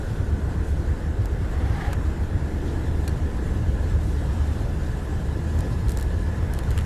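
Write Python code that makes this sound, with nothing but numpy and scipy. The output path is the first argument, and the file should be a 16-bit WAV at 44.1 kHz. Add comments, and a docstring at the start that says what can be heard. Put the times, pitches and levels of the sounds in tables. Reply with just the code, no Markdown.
"""The cabin air of a moving car throbs at an open side window, as eddies pump its low resonance.
Shaped turbulent noise gives the road roar, tyre rush and wind hiss; narrow resonators make the tyres sing.
Once a hollow whoosh of resonant noise, with a rough hoot inside, swells, sinks in pitch and ends in soft bumps.
Impulsively driven modes make the trim tick and creak, a fitting snap and a loose panel knock;
swells of grainy noise make faint rustles and the breathy end of the whoosh."""
import sys
import numpy as np
from scipy import signal
from scipy.fft import rfft, irfft, next_fast_len
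from scipy.io import wavfile
from scipy.ndimage import uniform_filter1d, map_coordinates

SR = 44100
rng = np.random.default_rng(int(sys.argv[2]) if len(sys.argv) > 2 else 0)


def inscribe(sig):
    """Save sig as 16-bit PCM at rate SR to the path in sys.argv[1].

    A 1-D sig is mono; a 2-D sig holds one channel per row.
    Samples are clipped to [-1, 1] before scaling.
    """
    pcm = np.round(np.clip(np.atleast_2d(sig).T, -1, 1) * 32767)
    wavfile.write(sys.argv[1], SR, pcm.astype(np.int16))


N = 302085  # length [samples]


def amp(db):
    """Decibel law: a level in dB becomes an amplitude gain."""
    return 10 ** (np.asarray(db) / 20)


def unit(x):
    """Normalisation of power: x scaled to rms 1."""
    return x / np.sqrt(np.mean(x ** 2) + 1e-20)


def curves(rows):
    """Linear interpolation: one value per sample for each column after the time."""
    s, *columns = np.transpose(rows)
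    t = np.arange(N) / SR
    return [np.interp(t, s, column) for column in columns]


def wobble(rate):
    """Band-limited random fluctuation: a smooth curve through `rate` random knots a second."""
    knots = rng.standard_normal(int(N * rate / SR) + 4)
    return map_coordinates(knots, [np.arange(N) * rate / SR])


def filtered(x, response):
    """Linear filtering: the spectrum of x times a complex response of frequency."""
    m = next_fast_len(len(x) + 8192)  # padding leaves room for the ringing
    spectrum = rfft(x, m) * response(np.fft.rfftfreq(m, 1 / SR))
    return irfft(spectrum, m)[:len(x)]


def resonances(modes, f):
    """Modal superposition: damped resonators (Hz, width Hz, dB) summed with alternating sign."""
    total = 0
    for k, (centre, width, db) in enumerate(modes):
        damping = 1j * f * width
        total = total + (-1) ** k * amp(db) * damping / (centre * centre - f * f + damping)
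    return total


def rush(spectrum, patchy_db):
    """Turbulent noise: random pressure with a given spectrum and flickering patches of gain, at rms 1."""
    z = signal.stft(rng.standard_normal(N), nperseg=512)[2]
    # smooth the gains over neighbouring frequencies, then over time
    field = uniform_filter1d(rng.standard_normal(z.shape), size=3, axis=0)
    field = uniform_filter1d(field, size=8, axis=1)
    noise = signal.istft(z * amp(patchy_db * unit(field)), nperseg=512)[1][:N]
    hz, db = np.transpose(spectrum)

    def shape(f):
        return amp(np.interp(np.log(f + 1), np.log(hz), db, left=-120, right=-120))

    return unit(filtered(noise, shape))


def bounded(air, steadiness):
    """Amplitude limitation: the flow bounds the swing of the air, so strong and weak cycles are evened out."""
    swing = np.sqrt(np.abs(uniform_filter1d(air ** 2, size=1500)) + 1e-6)
    return unit(air / swing ** np.clip(steadiness, 0, 1))


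# levels along the drive, before gusts:
# (time [s], cabin boom level [dB], road roar level [dB], wind hiss level [dB])
DRIVE = [(0, -28, -32, -51.5), (0.3, -24, -31.5, -53.5), (1.1, -27.5, -33.5, -54.5), (1.7, -25.5, -33, -53),
         (2.35, -27, -32.5, -54.5), (2.6, -30.5, -30, -52.5), (3.0, -24, -31.5, -52.5),
         (3.4, -25, -31.5, -53.5), (3.95, -24, -31.5, -52), (4.45, -23.5, -32, -51.5),
         (4.9, -29.5, -32, -52.5), (5.3, -27, -31.5, -53), (5.65, -23.5, -32, -51.5),
         (6.45, -25.5, -32, -53), (6.85, -25, -33, -51)]
# how deeply the boom throbs: (time [s], depth [0-1])
THROB = [(0, 0.65), (2.3, 0.8), (2.9, 0.25), (5.3, 0.13), (6.0, 0.37)]
# the heaviest eddies: (time [s], boom level at their height [dB])
SURGES = [(.33, -19), (.59, -19.5), (.725, -19), (.92, -20.5), (1.21, -16), (1.645, -20.5), (1.72, -17.5),
          (1.88, -22.5), (2.07, -21.5), (2.35, -19), (2.9, -21.5), (3.61, -20.5), (3.71, -21),
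          (3.95, -16.5), (4.42, -20), (4.51, -23), (5.15, -23), (5.6, -21), (5.87, -17.5), (6.43, -19),
          (6.69, -20.5), (6.79, -18.5)]
# spectrum of the deep buffeting: (frequency [Hz], relative density [dB per Hz])
BUFFET_SPECTRUM = [(10, -18), (17, -4), (25, 2), (32, -4), (41, -2.5), (48, 9), (60, -26), (90, -39)]
# spectrum of the cabin's air resonance: (frequency [Hz], relative density [dB per Hz])
CABIN_SPECTRUM = [(38, -29), (52, -12), (64, 0), (76, 3.5), (91, -5), (108, -8), (130, -19), (200, -31)]
PUMP_RATE = 8.3  # nominal eddy rate [1/s]; a whole number fits between heavy ones
PUMP_SCATTER = 0.18  # how far an eddy strays from its turn [cycles]
SURGE_S = 0.019  # time from a surge's height to 1/e of its pull [s]


def cabin(buffet_db=-30.5, gust_db=-0.5):
    """Helmholtz resonance: eddies at the window pump the cabin air, over a deeper buffeting."""
    boom_db, _, _ = curves(DRIVE)
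    depth = np.clip(curves(THROB)[0], 0, 1)
    t = np.arange(N) / SR

    # lighter eddies are spaced between the heavy ones
    heavy = np.array([-1 / PUMP_RATE] + [s for s, _ in SURGES] + [t[-1] + 1 / PUMP_RATE])
    between = np.maximum(1, np.round(np.diff(heavy) * PUMP_RATE))
    eddies = np.interp(t, heavy, np.cumsum(np.r_[0, between])) + PUMP_SCATTER * wobble(7.6)

    # the divisor keeps the mean power whatever the depth
    pump = (1 + depth * np.cos(2 * np.pi * eddies)) / np.sqrt(1 + depth ** 2 / 2)
    level = pump * amp(boom_db + gust_db * wobble(19))
    for s, db in SURGES:
        level = level + (amp(db) - level) * np.exp(-((t - s) / SURGE_S) ** 2)

    boom = level * bounded(rush(CABIN_SPECTRUM, patchy_db=-1.0), steadiness=0.66)
    buffeting = bounded(rush(BUFFET_SPECTRUM, patchy_db=-1.0), steadiness=0.23)
    return boom + amp(buffet_db) * buffeting


# tyre rush, changing with the asphalt, before gusts: (time [s], level [dB])
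ASPHALT = [(0, -44.5), (.9, -44), (1.45, -42.5), (2.3, -43), (3.6, -44), (5.1, -44.5), (6.1, -44),
           (6.6, -42)]
# spectrum of the road roar: (frequency [Hz], relative density [dB per Hz])
ROAD_SPECTRUM = [(70, -5), (125, 0), (155, 1.5), (185, -3.5), (212, -3.5), (250, -7.5), (310, -7),
                 (365, -11), (420, -10.5), (540, -14.5), (620, -21.5), (900, -22.5), (1600, -87)]
# spectrum of the tyre rush: (frequency [Hz], relative density [dB per Hz])
TYRE_SPECTRUM = [(400, 0.5), (620, 3), (800, 0.5), (930, 0), (1140, -3), (1430, -2.5), (1730, -2.5),
                 (2000, -5.5), (2350, -13.5), (3300, -21), (6000, -56)]
# spectrum of the wind hiss: (frequency [Hz], relative density [dB per Hz])
HISS_SPECTRUM = [(1500, -34), (2500, 5), (3600, 4.5), (4200, 3), (4700, 0.5), (5300, 1.5), (6200, -0.5),
                 (7400, 1.5), (8800, -3.5), (11000, -5), (13000, -8.5), (14500, -36)]


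def drive(tyre_gust_db=0.62, hiss_gust_db=0.33, flutter_db=0.58):
    """Broadband radiation: road roar through the body, tyre rush through the window, wind at its frame."""
    _, road_db, hiss_db = curves(DRIVE)
    tyre_db, = curves(ASPHALT)
    gust = wobble(6.6)  # shared by tyres and wind
    road = amp(road_db) * bounded(rush(ROAD_SPECTRUM, patchy_db=1.0), steadiness=0.2)
    tyres = amp(tyre_db + tyre_gust_db * gust) * rush(TYRE_SPECTRUM, patchy_db=1.5)
    hiss_level = amp(hiss_db + hiss_gust_db * gust + flutter_db * wobble(40))
    hiss = hiss_level * rush(HISS_SPECTRUM, patchy_db=1.9)
    return road + tyres + hiss


# bands in which the tyres sing: (frequency [Hz], half the width of each resonator [Hz])
TREAD = [(315, 45), (1020, 24), (1480, 95), (1709, 28)]
# their levels along the road: (time [s], then the level of each band in turn [dB])
TREAD_LEVELS = [(0, -50, -61, -49.5, -61), (.6, -44.5, -56, -53, -58), (1.3, -42, -62, -55, -57),
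                (2.4, -41, -60, -57, -56.5), (3.3, -44, -54, -60, -54.5), (4.8, -49, -57, -56.5, -55.5),
                (5.6, -52, -54, -69, -52), (5.9, -47, -56, -67, -54.5), (6.3, -51, -53, -63, -49.5),
                (6.5, -49, -55, -66, -55), (6.85, -44.5, -56, -55, -56)]


def tread(waver=.004):
    """Resonant excitation: tread blocks slap the asphalt and sing in wavering bands that trade strength."""
    out = np.zeros(N)
    travel = np.cumsum(1 + waver * wobble(9))
    for (hz, width), db in zip(TREAD, curves(TREAD_LEVELS)):
        # squaring the response passes the noise through the resonator twice
        song = filtered(rng.standard_normal(N), lambda f: resonances([(hz, 2 * width, 0)], f) ** 2)
        song = map_coordinates(song, [travel], mode="mirror")
        out += amp(db) * bounded(unit(song), steadiness=0.64)
    return out


# strength of the whoosh, before flutter: (time [s], level [dB])
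WHOOSH = [(1.45, -58), (1.64, -46.5), (1.75, -44), (1.79, -39.5), (1.85, -39), (1.93, -45), (1.975, -62)]
# its resonances, before the pitch glides: (frequency [Hz], width [Hz], level [dB])
HOLLOW = [(764, 140, -4.5), (1210, 150, -4.5), (1690, 240, -4), (2100, 320, -8), (2980, 900, -16.5),
          (5000, 7900, -29.5)]
WHOOSH_S, PASS_S = 1.89, 0.066  # when it goes by, and the time scale of its fall in pitch [s]
DOPPLER = .015  # its pitch sinks from this share above to this share below


def whoosh(grain_db=1.0, flutter_db=1.0, waver=.035):
    """Doppler shift: the hollow resonances of a swelling rush of air sink in pitch as it goes by."""
    t = np.arange(N) / SR
    db, = curves(WHOOSH)
    ratio = 1 - DOPPLER * np.tanh((t - WHOOSH_S) / PASS_S) + waver * wobble(70)
    air = filtered(rng.standard_normal(N), lambda f: resonances(HOLLOW, f))
    # reading the noise faster or slower shifts its pitch
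    gliding = unit(map_coordinates(air, [np.cumsum(ratio)], mode="wrap"))
    level = amp(db + grain_db * wobble(220) + flutter_db * wobble(80))
    return level * gliding * (t > WHOOSH[0][0]) * (t < WHOOSH[-1][0])


# a hoot that builds inside the whoosh and breaks off: (time [s], frequency before jitter [Hz], level [dB])
HOOT = [(1.6, 794, -62), (1.76, 791, -44), (1.82, 802, -42), (1.86, 795, -42), (1.885, 770, -34),
        (1.91, 744, -45), (1.95, 749, -70)]


def hoot(fuzz_rate=120, jitter=0.0351):
    """Random modulation of a carrier: a rough, broken band of air whose pitch drops as it ends."""
    hz, db = curves(HOOT)
    t = np.arange(N) / SR
    fuzz = wobble(fuzz_rate) + 1j * wobble(fuzz_rate)  # random amplitude and phase
    turns = np.cumsum(hz * (1 + jitter * wobble(110))) / SR
    song = bounded(np.real(fuzz * np.exp(2j * np.pi * turns)), steadiness=0.6)
    return amp(db) * song * (t > HOOT[0][0]) * (t < HOOT[-1][0])


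# hollow bumps as the whoosh ends: (time [s], level before rise and decay [dB], frequency [Hz])
BUMPS = [(1.886, -27, 560), (1.927, -35, 567)]


def bumps(rise=.003, t60=0.067):
    """Damped oscillation: each soft, hollow bump is one low mode that dies quickly."""
    out = np.zeros(N)
    for s, db, hz in BUMPS:
        t = np.maximum(np.arange(N) / SR - s, 0)
        envelope = amp(db - 60 * t / t60) * (1 - np.exp(-t / rise))
        out += envelope * np.sin(2 * np.pi * hz * t)
    return out


# what the trim rings with: (frequency [Hz], width [Hz], level before the knock weighting [dB])
TRIM = [(800, 640, 1.5), (1500, 970, 4.5), (2910, 510, -0.5), (4080, 740, 1), (5640, 460, -1.5),
        (7060, 800, 0.5), (8800, 700, 0.5), (9600, 950, -1), (11100, 950, -1), (12800, 2300, -5)]


def slip(knock_db, t60, rise=0.00039, tail_db=-19, tail_t60=0.065, tail_hz=4000,
         knock_hz=3200, knock_gain_db=9):
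    """Modal excitation: a tiny scrape rings the trim, and the cabin adds a short, dull tail."""
    t = np.arange(SR // 12) / SR

    def below(f, hz):
        return 1 / (1 + (f / hz) ** 4)

    onset = 1 - np.exp(-(t / rise) ** 2)
    scrape = onset * amp(-60 * t / t60) * rng.standard_normal(len(t))
    tail = onset * amp(tail_db - 60 * t / tail_t60) * rng.standard_normal(len(t))
    push = scrape + filtered(tail, lambda f: below(f, tail_hz))

    def ringing(f):
        # knock_db sets the weight of the low modes
        return resonances(TRIM, f) * amp((knock_db + knock_gain_db) * below(f, knock_hz))

    tick = filtered(push, ringing)
    return tick / np.sqrt(uniform_filter1d(tick ** 2, size=130).max())  # loudest short-time rms is 1


# slips of the trim, alone or in creaking runs:
# (time [s], relative level [dB], low knock weight before its gain [dB], scrape t60 [s])
SLIPS = [(1.2564, -31, -13, 0.0093), (1.9302, -22, 0, 0.018), (5.589, -32, -15, .012),
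         (5.606, -30, -14, .012), (5.8834, -31, -11, .009), (5.8938, -25.5, -8, .009),
         (5.9066, -32, -11, .008), (5.9182, -27.5, -24, 0.011), (5.972, -25.5, -14, .009),
         (5.9864, -30.5, -13, 0.012), (5.9974, -32, -8, .011), (6.0105, -29, -18, .009),
         (6.026, -28.5, -21, .012), (6.5363, -27, -20, 0.0088), (6.547, -37, -12, .014),
         (6.5886, -23, -6, 0.007), (6.6354, -35, -7, .01), (6.706, -30, -12, .009),
         (6.714, -29.5, -9, .014)]


def creaks(trim_db=-9):
    """Stick-slip friction: the trim sticks and slips, each slip with its own weight and length."""
    out = np.zeros(N + SR)
    for s, db, knock_db, t60 in SLIPS:
        tick = amp(db + trim_db) * slip(knock_db, t60)
        out[round(s * SR):][:len(tick)] += tick
    return out[:N]


# a loose panel knocks and rebounds: (time [s], peak level [dB])
KNOCKS = [(6.778, -17.5), (6.7887, -20), (6.8103, -25)]
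# what the panel rings with: (frequency [Hz], width [Hz], relative level [dB])
PANEL = [(700, 350, -5), (1400, 300, 5.5), (1930, 550, 4), (2820, 290, 3), (4000, 1300, -14),
         (7260, 600, -7), (8300, 700, -11), (10600, 1500, -12)]
PANEL_TOP_HZ = 11900  # upper limit of the knock's sound [Hz]


def knocks(scrape_db=-20, scrape_t60=0.014):
    """Impulse response: each knock is one dry blow on the panel's modes, with a brief scrape after it."""
    out, t = np.zeros(N + SR), np.arange(SR // 20) / SR

    def ringing(f):
        return sum(resonances([mode], f) for mode in PANEL) * (f < PANEL_TOP_HZ)

    for s, db in KNOCKS:
        scrape = amp(scrape_db - 60 * t / scrape_t60) * rng.standard_normal(len(t))
        blow = filtered((t == 0) + scrape, ringing)
        out[round(s * SR):][:len(t)] += amp(db) * blow / np.abs(blow).max()
    return out[:N]


# what the fitting rings with: (frequency [Hz], relative level [dB], t60 [s])
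FITTING = [(1090, -12, .04), (1610, -3.5, .04), (1760, -3, .025), (1980, -3, 0.035), (2440, -9, .025),
           (2790, -9.5, 0.043), (3830, -12, .03), (4286, 0, 0.03), (4560, -4, 0.012), (5740, -5.5, .016),
           (7040, -8, .02), (8020, -3, .014), (9150, -7, .016), (10700, -6, .011), (11300, -3, 0.012)]
# the fitting chatters as it seats: (time after the snap [s], level relative to SNAP_DB [dB])
CHATTER = [(0, 1), (.0021, -3), (.005, -9), (.0155, -13)]
SNAP_S, SNAP_DB = 3.0777, -25.5  # time [s] and reference level [dB] of the snap


def snap(ring_db=-7, crack_db=-6, crack_t60=0.014, rise=0.00026, crack_top_hz=13200):
    """Transient modal decay: a plastic fitting snaps and chatters in short cracks and damped modes."""
    t = np.arange(SR // 10) / SR
    out = np.zeros(N)
    for delay, weight_db in CHATTER:
        ring = 0
        for hz, db, t60 in FITTING:
            ring = ring + amp(db - 60 * t / t60) * np.sin(2 * np.pi * (hz * t + rng.random()))
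        noise = filtered(rng.standard_normal(len(t)), lambda f: f < crack_top_hz)
        crack = amp(crack_db - 60 * t / crack_t60) * noise
        envelope = amp(SNAP_DB + weight_db) * (1 - np.exp(-t / rise))
        out[round((SNAP_S + delay) * SR):][:len(t)] += envelope * (amp(ring_db) * ring + crack)
    return out


# soft rustles, and the breathy 2 kHz end of the whoosh:
# (time [s], level before grain [dB], standard deviation of the swell [s], centre frequency [Hz])
NOISE_SWELLS = [(.69, -57.5, 0.047, 7500), (1.92, -47, 0.018, 2200), (2.695, -53, 0.021, 3400),
                (4.068, -55.5, 0.045, 7500), (5.905, -50, 0.018, 7000), (6.552, -58, .015, 2800),
                (6.793, -48, 0.022, 2100)]


def noise_swells(octaves=0.8, grain_db=2.0):
    """Amplitude modulation of band-limited noise: brief grainy swells."""
    out, t = np.zeros(N), np.arange(N) / SR
    grain = unit(amp(grain_db * wobble(500)))
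    for s, db, length, hz in NOISE_SWELLS:
        band = lambda f: np.exp(-(np.log2((f + 1) / hz) / octaves) ** 2)
        swell = np.exp(-((t - s) / length) ** 2 / 2)
        out += amp(db) * swell * unit(filtered(rng.standard_normal(N), band))
    return grain * out


def scene():
    """Superposition: the pressures of all sources add at one microphone beside the window."""
    vehicle = cabin() + drive() + tread()
    passing = whoosh() + hoot() + bumps()
    fittings = creaks() + knocks() + snap()
    return (vehicle + passing + fittings + noise_swells())[None]


TOP_HZ = 13950  # upper band limit [Hz]


def record(dry):
    """Band limitation: nothing above TOP_HZ is kept."""
    return np.array([filtered(x, lambda f: f < TOP_HZ) for x in dry])


dry = scene()
out = record(dry)
inscribe(out)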